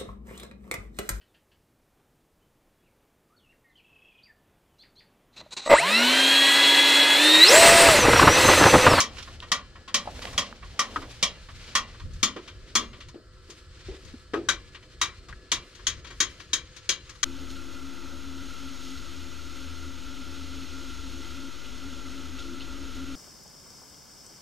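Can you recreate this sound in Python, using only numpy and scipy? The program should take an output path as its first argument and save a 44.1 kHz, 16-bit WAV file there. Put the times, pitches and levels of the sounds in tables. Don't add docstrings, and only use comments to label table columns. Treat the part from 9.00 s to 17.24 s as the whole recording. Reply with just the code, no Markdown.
import sys
import numpy as np
from scipy import signal
from scipy.fft import rfft, irfft
from scipy.io import wavfile
from scipy.ndimage import uniform_filter1d

SR = 44100
rng = np.random.default_rng(int(sys.argv[2]) if len(sys.argv) > 2 else 0)


def amp(db):
    return 10 ** (np.asarray(db, float) / 20)


def write(x):
    x = np.atleast_2d(x).T
    wavfile.write(sys.argv[1], SR, np.round(np.clip(x, -1, 1) * 32767).astype(np.int16))


N = 363516
TIME_S = np.arange(N) / SR
TURN_S = 2.95


def on_log(table, hz):
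    table = np.array(table)
    return np.interp(np.log(np.maximum(hz, 1)), np.log(table[:, 0]), table[:, 1])


# pitch_hz, likeness_0_to_1
LIKENESS = [(40, 1), (150, 0.86), (300, 0.96), (600, 0.96), (1000, 0.89), (3000, 0.96), (8000, 0.53)]


def unlike(hz, spread_hz=30000):
    like = np.clip(on_log(LIKENESS, hz), 0, .999) / (1 + (hz / spread_hz) ** 2)
    return np.sqrt((1 - like) / (1 + like)) * np.array([[1], [-1]])


def noise(size, shape):
    hz = np.fft.rfftfreq(size, 1 / SR)
    mid, side = rfft(rng.standard_normal((2, size)))
    x = irfft(shape(hz) * (mid + unlike(hz, spread_hz=4700) * side), size)
    return x / x.std()


def band(lo_hz, hi_hz):
    return lambda hz: 1 / np.sqrt((1 + (lo_hz / (hz + 1)) ** 4) * (1 + (hz / hi_hz) ** 6))


def peak(centre_hz, width_hz):
    return lambda hz: 1 / np.sqrt(1 + ((hz - centre_hz ** 2 / (hz + 1)) / width_hz) ** 2)


def walk(rate_hz):
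    hold = int(SR / rate_hz)
    levels = np.repeat(rng.standard_normal(N // hold + 1), hold)
    return 1.22 * uniform_filter1d(levels, hold)[:N]


def decay(t, t60_s):
    return 1000 ** (-t / t60_s)


def add(out, x, start_s, peak_db, pan_db):
    i = max(int(start_s * SR), 0)
    x = x[:, :N - i]
    power = uniform_filter1d(x.mean(axis=0) ** 2, size=180)
    x = x / np.sqrt(2 * np.max(power))
    out[:, i:i + x.shape[1]] += x * amp(peak_db + np.array([[pan_db], [-pan_db]]) / 2)


# pitch_hz, level_db_per_hz
HISS = [(71, -43.5), (120, -25), (280, -13.5), (372, 1), (420, -39), (514, 2.5), (557, -26), (655, -23),
        (852, -24), (1330, -7), (2290, -35), (4840, -15.5), (5920, -31), (8020, -21.5), (15000, -62)]
# pitch_hz, width_hz, level_db
WHISTLES = [(370, 22, -70), (473, 6.7, -71.5), (512, 10, -72.5), (1337, 11, -72), (1550, 20, -78),
            (1710, 5.9, -69.5), (1930, 23, -75.5), (3050, 11, -74.5), (4256, 13, -70.5), (4970, 19, -80),
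            (6600, 80, -88)]
# pitch_hz, width_hz, level_db, start_s, end_s
VALVE_WHISTLES = [
    (8000, 80, -79, 4.5, 6.6),
    (6560, 56, -68, 6.8, 11),
]


def heater():
    hiss = noise(N, lambda hz: amp(on_log(HISS, hz)) * (hz > 100) * band(60, 8800)(hz) ** 2)
    out = amp(-62 + 0.39 * walk(3.3)) * hiss
    for hz, width_hz, db in WHISTLES:
        out += amp(db + 1.35 * walk(1.88)) * noise(N, peak(hz, width_hz))
    for hz, width_hz, db, start_s, end_s in VALVE_WHISTLES:
        is_open = abs(TIME_S - (start_s + end_s) / 2) < (end_s - start_s) / 2
        valve = uniform_filter1d(1. * is_open, size=8000)
        out += amp(db) * valve * noise(N, lambda f: peak(hz, width_hz)(f) ** 2)
    return out


# start_s, rumble_db, shuffle_db, cloth_db, crisp_cloth_db
STIR = [(0.0, -58, -38, -67, -71), (0.11, -47, -45.5, -49, -69.5), (0.18, -47, -49.5, -45, -58),
        (0.39, -43.5, -52.5, -51, -70), (0.53, -51.5, -55, -53, -73), (0.71, -48.5, -58, -56.5, -79),
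        (0.92, -55, -55, -59, -76), (1.1, -47, -48, -45.5, -60), (1.24, -47.5, -43, -41, -48),
        (1.4, -45.5, -43.5, -48.5, -61), (1.47, -60, -53, -42, -69), (1.51, -48, -48, -51, -75.5),
        (1.58, -53, -51, -50.5, -73), (1.65, -41.5, -59.5, -50, -67), (1.81, -56, -47, -47.5, -68),
        (1.97, -44.5, -44.5, -45, -57), (2.18, -48.5, -57, -46.5, -61), (2.32, -46.5, -46.5, -49.5, -72),
        (2.5, -50, -73, -50.5, -63), (2.54, -45, -59, -47, -64), (2.68, -52.5, -53, -43.5, -64),
        (2.84, -49, -49, -51.5, -90.5), (2.98, -49.5, -56, -52.5, -70), (3.05, -35, -62, -54, -67),
        (3.21, -44.5, -59, -53.5, -66), (3.44, -56, -52, -52, -82), (3.58, -46.5, -60.5, -56, -72),
        (3.83, -52, -39.5, -46.5, -84.5), (3.9, -43.5, -56, -59, -71), (3.99, -57.5, -48, -55, -84),
        (4.08, -47, -67, -56, -83), (4.18, -57, -50, -69, -79), (4.36, -50, -67, -59, -75),
        (4.59, -57, -57, -54, -66), (4.68, -50, -67, -56, -72), (4.84, -51, -58, -48, -83),
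        (4.89, -39, -69, -47.5, -81), (5.0, -50.5, -59, -51, -63), (5.07, -42.5, -51, -47, -66),
        (5.21, -50.5, -64, -57, -70), (5.58, -46, -62, -55.5, -73), (5.85, -54, -58, -57.5, -73),
        (6.08, -50, -64, -51, -70), (6.27, -53.5, -56, -55.5, -73), (6.31, -44, -58, -56, -73),
        (6.47, -58.5, -55.5, -56, -79), (6.59, -43.5, -63, -49, -72), (6.65, -56, -58, -53, -64),
        (7.0, -43.5, -53.5, -50, -82.5), (7.04, -53, -56, -59, -88.5), (7.18, -49, -55, -51.5, -62),
        (7.85, -52.5, -65, -51, -79), (8.24, -50, -64, -53.5, -65)]
# pitch_hz, level_db
BOOM = [
    [(100, -27), (215, 4), (350, -4), (520, -1), (900, -6), (1500, -44)],
    [(100, -3), (215, -2), (375, 3.5), (520, -6), (650, -3.5), (1000, -43.5)],
]


def stir():
    start_s, *columns = np.transpose(STIR)
    rumble_db, shuffle_db, cloth_db, crisp_db = (np.interp(TIME_S, start_s, c) for c in columns)
    grain_db = 1.93 * walk(40) + 0.5 * walk(150)
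    lean_db = np.array([[.8], [-.8]])
    out = amp(rumble_db + 1.56 * walk(4.9) + lean_db) * noise(N, band(30, 92.8))
    out[0] += amp(2 * rumble_db + 34) * noise(N, lambda hz: peak(52, 45)(hz) ** 2)[0]
    facing, turned = (noise(N, lambda hz: amp(on_log(colour, hz))) for colour in BOOM)
    boots = np.where(np.arange(N) < TURN_S * SR, facing, turned)
    out += amp(shuffle_db - 4.5 + 2 * walk(25)) * boots
    cloth = noise(N, lambda hz: band(1050, 4800)(hz) * band(900, 9000)(hz))
    crisp = noise(N, lambda hz: band(5200, 8500)(hz) * band(900, 12000)(hz))
    out += amp(cloth_db - 4.5 + grain_db) * cloth
    return out + amp(crisp_db - 2.5 + grain_db) * crisp


# pitch_hz, t60_s
STEEL_T60 = [(200, 0.47), (1200, 0.22), (3500, 0.17), (7000, .12), (12000, 0.093)]
# pitch_hz, t60_s, facing_db, turned_db
RINGS = [(1080, 0.14, 3, -32), (1432, 0.47, -8.5, -13), (1670, 0.46, -15.5, -16.5), (2004, 0.55, -11, -9.5),
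         (2114, 0.89, -51, -17.5), (2352, 0.47, -13, -8.5), (2800, 0.36, -1, -2), (3054, 0.51, -7, -8.5),
         (4000, 0.49, -10.5, -11), (4220, 0.71, -23, -30), (5230, 0.38, -16.5, -12.5),
         (6520, 0.44, -20, -14.5)]
MODE_COUNT = 1300
BLOW_T = np.arange(12288) / SR


def steel_modes():
    rings = np.repeat(RINGS, 2, axis=0)
    rings[::2, 0] *= 1.005
    hz = np.linspace(150, 16000, MODE_COUNT) + 5 * rng.standard_normal(MODE_COUNT)
    t60_s = np.append(on_log(STEEL_T60, hz), rings[:, 1])
    hz = np.append(hz, rings[:, 0])
    poles = 2j * np.pi * hz - np.log(1000) / t60_s
    return hz, np.exp(np.outer(poles, BLOW_T).astype(np.complex64))


def shack_echoes():
    echoes = noise(len(BLOW_T), np.ones_like) * decay(BLOW_T, .1) * (BLOW_T > .002)
    echoes *= amp(-5.5) / np.sqrt(np.sum(echoes ** 2, axis=1, keepdims=True))
    echoes[:, 0] = 1
    return echoes


# start_s, peak_db, lid_1khz_db, body_3khz_db, bracket_6khz_db, left_minus_right_db
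SNAPS = [(0.002, -14, -9.5, -13.5, -6.5, 0.5), (0.517, -14, -9.5, -15, -12, 0),
         (0.943, -14, -15.5, -15, -12, -0.5), (1.378, -15, -18, -18, -16, -1.5),
         (1.792, -15, -3.5, -14, -9, 0), (2.227, -14, -20.5, -13, -13.5, -0.5),
         (2.752, -14, -4, -13.5, -8, 0.0), (3.229, -13.5, -9.5, -15.5, -11, 2),
         (3.753, -13.5, -4.5, -13.5, -8.5, 2), (5.487, -15.5, -10.5, -16.5, -11.5, 2),
         (6.014, -15.5, 0, -11.5, -6.5, 2.5), (6.517, -15.5, -8, -14, -9.5, 1),
         (6.868, -16, -10, -9, -6, 5), (7.203, -15.5, -11, -14, -9.5, 5),
         (7.532, -15.5, -12.5, -12.5, -8, 4.5), (7.891, -16, -17, -13.5, -10.5, 5),
         (8.23, -16.5, -2, -12, -3, 7)]


def snaps(blow):
    out, table = np.zeros((2, N)), np.array(SNAPS)
    usual_db = np.median(table[:, 2:5], axis=0)
    envelope = (1 - np.exp(-BLOW_T / 0.00073)) ** 2 * (1 + 0.67 * np.exp(-BLOW_T / 0.0094))
    for s, db, lid, body, bracket, pan_db in table:
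        parts_db = np.array([lid, body, bracket]) - usual_db
        colour = [(600, 0), *zip((1300, 3300, 6200), parts_db)]
        add(out, blow(s, colour, envelope, 1), s - .0004, db + 0.45, pan_db)
    return out


# start_s, peak_db, low_1khz_db, high_6khz_db, t60_s, left_minus_right_db
TICKS = [(0.168, -40, -9, -17, 0.15, -7), (0.182, -35, -9.5, -16.5, 0.45, -4.5),
         (0.2254, -38, -16, -14, 0.064, -5), (0.2752, -41.5, 4, -29, 0.19, -2),
         (0.4229, -36.5, -1.5, -23, 0.4, -1), (0.7545, -43, 3, -25, 0.15, 0.5),
         (0.8783, -36, -0.5, -16, 0.45, 1), (1.1507, -46.5, -1, -22, 0.25, -5),
         (1.2181, -35, -4, -12, 0.45, -3), (1.268, -36, -2, -22, 0.15, -4), (1.3287, -39, 2, -6, 0.16, -3),
         (1.6257, -40.5, 7, -30, 0.31, -5), (2.0185, -37.5, 5.5, -16, 0.41, -3),
         (2.3527, -50, -7, -21, 0.12, -3), (2.4875, -42.5, 5, -24, 0.13, -3),
         (2.9414, -47.5, 2, -35, 0.23, 3), (2.9979, -42, 0, -18, 0.17, -2),
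         (3.1336, -52.5, -13, 1, 0.065, 9), (3.3623, -34.5, 3.5, -20, 0.35, 2.5),
         (3.4766, -38.5, -8, -18, 0.45, 2), (3.93, -44, -1, -23, 0.45, 2.0),
         (4.0039, -40.5, -10, -18.5, 0.45, 1), (4.0842, -44, -2, -8, 0.12, 2),
         (4.4998, -41, -5, -4, 0.45, 2), (5.0487, -49.5, -4, -1, 0.15, 6),
         (5.7465, -39.5, -6.5, -23, 0.26, 3), (5.8277, -49.5, -5, -20, 0.17, 1),
         (6.2846, -41.5, 5, -11, 0.27, 3), (6.7495, -47.5, -8, -9, 0.17, 9), (6.793, -47, 0, -30, 0.16, 6),
         (7.0453, -41, -2, -14, 0.22, 5), (7.0683, -43, -9, -16, 0.41, 7.0),
         (7.1037, -39.5, 0.5, -13, 0.42, 4), (7.3997, -39.5, -4, -13.5, 0.17, 6),
         (7.7636, -42.5, -9, -8, 0.22, 7), (8.0935, -40, -2, -8.5, 0.14, 5), (8.152, -49, 0, -9, 0.12, 9)]


def ticks(blow):
    out = np.zeros((2, N))
    for s, db, low_db, high_db, t60_s, pan_db in TICKS:
        damped = (1 - np.exp(-BLOW_T / 0.0026)) ** 2 * decay(BLOW_T, t60_s + 0.013)
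        colour = [(1200, low_db + 6), (3000, 0), (6500, high_db + 6)]
        add(out, blow(s, colour, damped, 0.37), s - .002, db + 0.1, pan_db)
    return out


# pitch_hz, level_db
STEEL = [(150, -19), (800, -21), (1000, -11), (2000, -10), (3300, -9), (4600, -7.5), (6600, -10),
         (7200, -13), (10000, -22.5), (14000, -33), (16000, -52)]
# pitch_hz, width_hz, then lift_db in each of four stances
PANELS = [(227, 50, 8.5, 17, 2, 0.5), (347, 84, -15.5, 8.5, 10.5, 10.5), (547, 97, 6, 1, 3.5, 7),
          (753, 470, 1.5, -2, -2.5, -5.5), (1136.5, 160, 12, 9.5, 5, 7), (1270, 90, 1.5, 4, -0.5, 1),
          (1565, 240, -3, -8.5, -8, 1), (1627, 140, -7.5, 4.5, 5.5, 1), (1780, 500, 5, 0, 0.5, 4.5),
          (2330, 97, 6, 2.5, 6.5, 5.5), (2610, 79, 4.5, -10, 0, 1), (3195, 210, 11, 13.5, 10, 12),
          (3530, 143, 2, 11, 7.5, 3), (3840, 150, 4, 1, 10.5, 8.5), (4250, 170, -1, 5, -0.5, 2),
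          (5270, 98, 8, 7, -4, 4), (5700, 220, 6, 2, 3.5, 2.5), (6534, 810, 5, 8, 6.5, 10)]
STANCE_S = [2.95, 4.5, 6.7]


def grill():
    hz, modes = steel_modes()
    echoes = shack_echoes()
    rings, panels = np.repeat(RINGS, 2, axis=0), np.array(PANELS)
    offset = (hz[:MODE_COUNT, None] - panels[:, 0]) / panels[:, 1]
    clusters = np.exp(-2 * offset ** 2)

    def blow(s, colour, envelope, reach):
        mid, side = rng.standard_normal((2, len(hz))) + 1j * rng.standard_normal((2, len(hz)))
        mid[:MODE_COUNT] /= np.abs(mid[:MODE_COUNT]) ** .5
        panel_db = clusters @ panels[:, 2 + np.searchsorted(STANCE_S, s)] * reach
        lift_db = np.append(panel_db, rings[:, 2 + int(s > TURN_S)] + 3)
        gain = amp(on_log(STEEL, hz) + lift_db + on_log(colour, hz))
        strength = gain * (mid + unlike(hz) * side)
        struck = (strength.astype(np.complex64) @ modes).real * envelope
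        return signal.fftconvolve(struck, echoes, axes=1)[:, :len(BLOW_T)]

    return snaps(blow) + ticks(blow)


# start_s, peak_db, pitch_hz, t60_s,
# bright_edge_db, left_minus_right_db
KNOCKS = [(0.404, -32, 3240, 0.01, -21, -1.0), (1.057, -37.5, 712, 0.14, -4, -1.5),
          (1.074, -26, 730, 0.094, -16, -1), (1.193, -34.5, 710, 0.006, -7, -3),
          (1.254, -28, 870, 0.0053, -1.5, -2.5), (1.528, -33, 1200, 0.008, -21, -6),
          (1.9609, -19, 1270, 0.08, -11, 1.5), (5.3418, -23.5, 1270, 0.095, -30, 4),
          (5.4884, -18.5, 1538, 0.15, -21, 4.5), (6.3275, -35.5, 1637, 0.047, -12, 4),
          (1.959, -33.5, 277.5, 0.38, -28, 1.5), (3.363, -32, 356, 0.13, -26, -2),
          (4.143, -35, 339.5, 0.17, -16, 2), (4.492, -41.5, 342, 0.18, -18, 2),
          (4.884, -32, 379, 0.39, -14, 1.5), (5.139, -33.5, 251, 0.067, -19, 2),
          (5.336, -19.5, 378, 0.16, -12.5, 1), (5.359, -25.5, 340, 0.3, -20, 0.5)]


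def knocks(size=16384):
    out, t = np.zeros((2, N)), np.arange(size) / SR
    for s, db, hz, t60_s, edge_db, pan_db in KNOCKS:
        rough = noise(size, lambda f: peak(hz, .5 * hz)(f) ** 2)
        body = np.sin(2 * np.pi * hz * t) + 1.03 * rough
        body *= (1 - np.exp(-t * hz / 0.4)) * decay(t, t60_s + 0.0017)
        edge = noise(size, lambda f: band(500, 3500)(f) * band(300, 9000)(f))
        edge *= (1 - np.exp(-t / 0.00082)) * decay(t, 0.96 * t60_s + 0.007)
        add(out, body + amp(edge_db) * edge, s - .001, db + 0.19, pan_db)
    return out


# start_s, length_s, from_hz, to_hz, peak_db
SQUEAKS = [
    (7.59, .07, 11200, 10900, -76),
    (7.78, .09, 8800, 9500, -78),
    (8.11, .08, 9700, 10500, -70),
]


def spring():
    out = np.zeros((2, N))
    for s, length_s, from_hz, to_hz, db in SQUEAKS:
        hz = np.linspace(from_hz, to_hz, int(length_s * SR))
        waver = 2 * np.pi / 30 * np.cumsum(rng.standard_normal(len(hz)))
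        squeak = np.hanning(len(hz)) * np.sin(np.cumsum(2 * np.pi * hz / SR) + waver)
        add(out, squeak * np.ones((2, 1)), s, db, 0)
    return out


def scene():
    return heater() + stir() + grill() + knocks() + spring()


def top_cut(x):
    return signal.sosfilt(signal.butter(12, 15810, fs=SR, output="sos"), x)


# pitch_hz, lag_rad, level_db
PORTS = [(40.2, 0.01, -2), (493, .05, 0), (850, 0.79, 0.5), (1610, 0.23, 1), (2300, 0.92, 1),
         (3400, 0.8, 1.8), (4700, 1.1, 1.3), (7300, 2.07, 1), (8700, 1.9, -2), (13100, 2.5, -3)]


def record(dry):
    hz, ports = np.fft.rfftfreq(N, 1 / SR), np.array(PORTS)
    level_db, lag_rad = on_log(ports[:, ::2], hz), on_log(ports, hz)
    half = amp(level_db / 2) * np.exp(-.5j * lag_rad)
    heard = irfft(rfft(dry) * np.array([half, 1 / half]), N)
    return top_cut(np.tanh(1.306 * heard) / 1.294)


dry = scene()
out = record(dry)
write(out)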